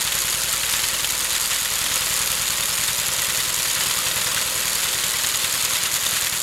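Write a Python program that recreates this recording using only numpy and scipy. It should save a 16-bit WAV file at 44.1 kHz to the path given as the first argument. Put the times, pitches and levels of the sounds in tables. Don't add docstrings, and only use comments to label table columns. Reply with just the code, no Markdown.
import sys
import numpy as np
from scipy import signal
from scipy.fft import rfft, irfft, next_fast_len
from scipy.io import wavfile

SR = 44100
rng = np.random.default_rng(int(sys.argv[2]) if len(sys.argv) > 2 else 0)


def generate_wav(sig):
    pcm = np.round(np.clip(np.atleast_2d(sig).T, -1, 1) * 32767).astype(np.int16)
    wavfile.write(sys.argv[1], SR, pcm)


N = 283122
T = np.arange(N) / SR


def from_db(db):
    return 10 ** (np.asarray(db) / 20)


def unit_rms(x):
    return x / np.sqrt(np.mean(x ** 2) + 1e-20)


def automation(rows):
    times, *columns = np.transpose(rows)
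    return [np.interp(T, times, column) for column in columns]


def scatter(count):
    return np.clip(rng.standard_normal(count), -1.7, 1.5)


def shaft_times(speed, phase, marks=1):
    turns = np.cumsum(automation(speed)[0]) / SR
    return np.interp(np.arange(phase, turns[-1], 1 / marks), turns, T)


def clicks(times, sizes):
    return np.bincount(np.clip(np.round(times * SR).astype(int), 0, N - 1), sizes, N)


def decay(x, seconds):
    return signal.lfilter([1], [1, -np.exp(-1 / (seconds * SR))], x + 1e-18)


def ring(x, hz, t60):
    r, w = from_db(-60 / (t60 * SR)), 2 * np.pi * hz / SR
    return signal.lfilter([1, -r * np.cos(w)], [1, -2 * r * np.cos(w), r * r], x + 1e-18)


def grains(per_s, spread_db):
    sizes = rng.standard_normal(N) * from_db(spread_db * np.minimum(rng.exponential(1, N), 4))
    return unit_rms(sizes * (rng.random(N) < per_s / SR))


def body(x, eq):
    size = 2 * next_fast_len(N // 2 + 4096)
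    hz, db = np.transpose(eq)
    bin_hz = np.arange(size // 2 + 1) * SR / size
    gain = from_db(np.interp(np.log(bin_hz + 1), np.log(hz), db))
    cepstrum = irfft(np.log(gain))[:size // 2]
    response = np.exp(rfft(2 * cepstrum, size))
    return unit_rms(irfft(rfft(x, size) * response)[:N])


# (time [s], speed [cycles/s])
ENGINE_SPEED = [(0.0, 10.187), (0.71, 10.227), (1.43, 10.179), (2.14, 10.262), (2.85, 10.18), (3.57, 10.24),
                (4.28, 10.178), (4.99, 10.197), (5.71, 10.125), (6.42, 10.239)]
ENGINE_STROKES = [(.531, 1), (.768, .3), (.021, -.33)]
def engine_pulses():
    pulses = 0
    for phase, strength in ENGINE_STROKES:
        times = shaft_times(ENGINE_SPEED, phase)
        pulses = pulses + clicks(times, strength * from_db(.5 * scatter(len(times))))
    return pulses


# (time [s], level against the direct puff [dB])
EXHAUST_ECHO = [(0, -11), (1.2, -25), (1.8, -14), (2.8, -3), (3.8, -1), (4.3, -15), (6.42, -17)]
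# (frequency [Hz], level before muffling [dB], t60 [s])
PIPE_MODES = [(72.3, -18, 0.37), (83, -18, 0.22), (121, -13, 0.35), (154.6, -20.5, 0.75),
              (175, -24.5, 0.79), (214.5, -24, 0.36)]
# (time [s], level [dB])
PIPE_BOOM = [(0.0, -41), (0.27, -47.7), (2.1, -48.5), (3.3, -52.5), (4.2, -55), (4.63, -50), (6.42, -58)]
def exhaust(pulses, puff_db, puff_s=0.0018, boom_hz=52.0, echo_s=0.017, skew=0.38):
    u = np.arange(-600, 601) / SR / puff_s
    puff_shape = (u * u - 1 - skew * u) * np.exp(-u * u / 2)
    puffs = np.convolve(pulses, puff_shape, "same")
    echo = from_db(automation(EXHAUST_ECHO)[0]) * np.interp(T - echo_s, T, puffs)
    muffle = signal.butter(2, 600, fs=SR, output="sos")
    modes = sum(from_db(db) * ring(pulses, hz, t60) for hz, db, t60 in PIPE_MODES)
    overtones = -signal.sosfilt(muffle, modes)
    boom = -signal.sosfilt(muffle, ring(pulses, boom_hz, t60=0.99))
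    boom_db = automation(PIPE_BOOM)[0]
    return from_db(puff_db) * unit_rms(puffs + echo + overtones) + from_db(boom_db) * unit_rms(boom)


# (frequency [Hz], gain [dB])
RASP_EQ = [(300, -24), (1100, 1), (3500, 1.5), (9000, -18.5)]
def exhaust_rasp(pulses, decay_s=0.02):
    return body(decay(np.maximum(pulses, 0), decay_s) * rng.standard_normal(N), RASP_EQ)


# (frequency [Hz], gain [dB])
BLOCK_EQ = [(25, -42), (60, -11), (110, -5.5), (180, -2), (285, -5), (325, -1), (360, -2.5), (490, -1),
            (512, 5.5), (560, 1), (675, -0.5), (715, -14.5), (900, 0), (2000, -11), (8000, -34)]
def engine_block(pulses, surge=0.11):
    return body(rng.standard_normal(N) * (1 + surge * decay(pulses, seconds=0.018)), BLOCK_EQ)


# (time [s], puff level [dB], block level [dB])
TRACTOR_LEVELS = [(0.0, -43.5, -39.5), (1.25, -46, -39.5), (1.6, -47, -43), (1.85, -43.5, -39.5),
                  (3.3, -43.5, -39), (3.7, -46, -39), (4.15, -42, -37), (4.6, -45.6, -38.5),
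                  (5.4, -45.5, -39), (6.42, -43, -40)]
def tractor(rasp_over_puffs_db=6.5):
    puff_db, block_db = automation(TRACTOR_LEVELS)
    pulses = engine_pulses()
    rasp = from_db(puff_db + rasp_over_puffs_db) * exhaust_rasp(pulses)
    return exhaust(pulses, puff_db) + rasp + from_db(block_db) * engine_block(pulses)


# (time [s], level [dB], pitch [Hz])
CLINK_CUES = [(.328, -20, 4600), (0.534, -21, 1350), (0.941, -21, 2960), (1.856, -24, 3229),
              (2.626, -19, 3610), (3.222, -20, 1940), (3.297, -24, 1990), (3.39, -22, 2010),
              (3.684, -21, 4694), (3.985, -21, 1205), (4.375, -20, 1520), (5.14, -22, 1980),
              (5.238, -25, 2800), (5.752, -21, 2660), (5.852, -21, 2750), (6.166, -24, 1660)]
def clinks(ring_t60=0.047):
    return sum(ring(clicks(np.array([s]), [from_db(db)]), hz, ring_t60) for s, db, hz in CLINK_CUES)


def frame_rattle(per_s=5, ring_t60=0.057, spread_db=2.5, parts=48):
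    rattle = 0
    for hz in np.geomspace(1000, 4900, parts) * from_db(0.11 * rng.standard_normal(parts)):
        times = np.cumsum(rng.exponential(1 / per_s, size=120))
        force = from_db(spread_db * scatter(len(times))) * (times < T[-1])
        rattle = rattle + ring(clicks(times, force), hz, ring_t60) * np.sqrt(hz)
    return unit_rms(signal.sosfilt(signal.butter(2, 800, "high", fs=SR, output="sos"), rattle))


# (time [s], speed [turns/s])
CRANK_SPEED = [(0.0, 9.765), (0.71, 9.754), (1.43, 9.797), (2.14, 9.769), (2.85, 9.807), (3.57, 9.739),
               (4.28, 9.79), (4.99, 9.709), (5.71, 9.716), (6.42, 9.817)]
# (time [s], swing [dB])
LURCH_DEPTH = [(0.0, 0), (1.2, 0), (2.0, -0.05), (5.55, 0), (5.78, 1.5), (5.95, 1.5), (6.15, 0.5),
               (6.42, 1)]
def lurch(peak_phase=0.13):
    turns = np.cumsum(automation(CRANK_SPEED)[0]) / SR
    return automation(LURCH_DEPTH)[0] * np.cos(2 * np.pi * (turns - peak_phase))


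# (phase [turns], relative level [dB], decay [s])
SICKLE_KNOCKS = [(0.188, 4, 0.008), (0.707, 1.5, 0.016)]
# (frequency [Hz], gain [dB])
IRON_EQ = [(300, -14.5), (750, -12), (1150, -3), (1600, -6.5), (1930, 3.5), (2150, -5.5), (2900, -0.5),
           (3700, 0.5), (5000, -4), (7000, -5.5), (12000, -10), (15700, -23)]
def sickle(jitter_s=0.0012, spread_db=2.0):
    envelope = 0
    for phase, db, decay_s in SICKLE_KNOCKS:
        times = shaft_times(CRANK_SPEED, phase)
        force = from_db(db + spread_db * scatter(100)[:len(times)])
        times = times + jitter_s * scatter(100)[:len(times)]
        envelope = envelope + decay(clicks(times, force), decay_s)
    envelope = decay(envelope, seconds=0.00092)
    return body(envelope * grains(per_s=10000, spread_db=1.5), IRON_EQ)


# (time [s], nominal peak level [dB], pitch [Hz])
CLANK_CUES = [(0.0747, -14, 3540), (0.1226, -15, 3440), (0.6325, -15.5, 2800), (0.7372, -13.5, 3740),
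              (0.8385, -17, 3070), (1.0453, -11.5, 3180), (1.862, -13, 3250), (2.4696, -18, 4200),
              (2.8826, -15, 3650), (3.403, -13.5, 3800), (4.1121, -15, 3800), (4.6794, -16, 3310),
              (4.932, -17, 3590), (5.244, -15, 3810), (5.3414, -19, 4220), (5.4455, -15, 3850),
              (5.7309, -17, 3800), (6.0648, -11.5, 3610), (6.268, -15, 3170), (6.326, -20, 3640)]
def clanks(chatter_s=0.0036, ring_t60=0.017, ring_db=-4.0, crest_db=7):
    track, age = np.zeros(N + SR), T[:SR // 10]
    contact = body(rng.standard_normal(N), IRON_EQ)
    for s, db, hz in CLANK_CUES:
        start = round(s * SR)
        span = slice(start, start + len(age))
        hit = np.resize(contact[span], len(age)) * np.exp(-age / chatter_s)
        clank = unit_rms(hit) + from_db(ring_db) * unit_rms(ring(hit, hz, ring_t60))
        attack_rms = clank[:SR // 200].std()
        track[span] += from_db(db - crest_db) * clank / attack_rms
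    return track[:N]


# (frequency [Hz], gain [dB])
STRAW_EQ = [(250, -25), (740, -10.5), (1000, -5), (1350, -1.5), (1700, -3), (1930, -1), (2170, -1.5),
            (3500, 1), (5600, -6.5), (7000, -2), (9500, -5.5), (12000, -7.5), (13200, -11), (15700, -21)]
def straw():
    return body(grains(per_s=16000, spread_db=2.5), STRAW_EQ)


# (time [s], base level [dB])
CROP_LEVEL = [(0.0, -27), (0.6, -28), (0.85, -27.5), (1.15, -28), (1.35, -28), (1.65, -27), (1.88, -26),
              (2.45, -27.5), (3.45, -26.5), (3.55, -30), (3.63, -26.5), (4.3, -26.5), (4.55, -27),
              (5.15, -26), (5.6, -26.5), (6.15, -27), (6.42, -28.5)]
# (time [s], swell [dB], half length [s])
STRAW_WADS = [(.75, 2.5, 0.057), (1.36, 3.5, 0.016), (1.533, 4, 0.019), (3.38, 0, 0.021),
              (3.825, 2.5, 0.03), (4.375, 3.5, .022), (4.848, 2.2, 0.028), (5.77, 1.5, .012),
              (6.162, 2.5, 0.029)]
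def cutting(lurch_db, sickle_db=-5, frame_db=-9):
    wad_db = sum(db * np.exp(-.5 * ((T - s) / half_s) ** 2) for s, db, half_s in STRAW_WADS)
    layers = straw() + from_db(sickle_db) * sickle() + from_db(frame_db) * frame_rattle()
    return from_db(automation(CROP_LEVEL)[0] + wad_db + lurch_db) * layers


def loose_links(per_s=16, ring_t60=0.023, spread_db=4.5, links=20):
    ticks = 0
    for hz in np.geomspace(4200, 12000, links):
        times = np.cumsum(rng.exponential(1 / per_s, size=300))
        force = from_db(spread_db * scatter(len(times))) * (times < T[-1])
        ticks = ticks + ring(clicks(times, force), hz, ring_t60)
    return unit_rms(signal.sosfilt(signal.butter(2, 3000, "high", fs=SR, output="sos"), ticks))


TOOTH_ACCENTS = [-0.83, 1.9, 0.21, -1.3, -1.7, 1.3, -2, 1, -1.1, -0.46, -0.53, 1.5]
# (frequency [Hz], gain [dB])
LINK_EQ = [(400, -30.5), (1000, -11.5), (2000, -11.5), (3300, -10), (4600, -1.5), (5600, -7.5),
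           (7000, -5.5), (8300, -2), (9500, -3), (11000, -1), (12200, -5), (13100, -7), (15700, -22)]
# (frequency [Hz], gain [dB])
ROLLER_EQ = [(400, -45), (5000, -24), (6250, -6), (6830, 4.5), (7350, -1.5), (8300, -12), (9500, -30),
             (11000, -8), (12200, -7), (13100, -26), (15700, -40)]
def chain(uneven_db=3.0, own_db=1.5, jitter_s=.001, seat_s=0.0028, roller_db=-3, limp_s=.0007):
    times = shaft_times(CRANK_SPEED, phase=.072, marks=12)
    force_db = np.resize(TOOTH_ACCENTS, len(times)) + uneven_db * scatter(len(times))
    limp = np.resize([limp_s, -limp_s], len(times))
    times = times + limp + jitter_s * rng.standard_normal(len(times))
    rattle = 0
    for eq, db in ((LINK_EQ, 0), (ROLLER_EQ, roller_db)):
        force = from_db(force_db + own_db * scatter(len(times)))
        envelope = decay(clicks(times, force), seat_s) + 0.069
        rattle = rattle + from_db(db) * body(envelope * rng.standard_normal(N), eq)
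    return unit_rms(rattle)


# (time [s], base level [dB])
CHAIN_LEVEL = [(0.0, -26), (0.55, -24.5), (0.95, -26.5), (1.25, -25), (1.65, -27), (2.2, -25), (2.5, -25.5),
               (3.5, -25.5), (4.3, -26.5), (4.7, -25.5), (6.42, -26)]
def chain_drive(lurch_db, ticks_db=-8):
    layers = unit_rms(chain() + from_db(ticks_db) * loose_links())
    return from_db(automation(CHAIN_LEVEL)[0] + lurch_db) * layers


def scene():
    lurch_db = lurch()
    return (tractor() + cutting(lurch_db) + chain_drive(lurch_db) + clanks() + clinks())[None]


def record(dry, low_cut_hz=18, high_cut_hz=15800):
    thinned = signal.sosfilt(signal.butter(1, low_cut_hz, "high", fs=SR, output="sos"), dry)
    return signal.sosfilt(signal.ellip(12, .2, 95, high_cut_hz, fs=SR, output="sos"), thinned)


dry = scene()
out = record(dry)
generate_wav(out)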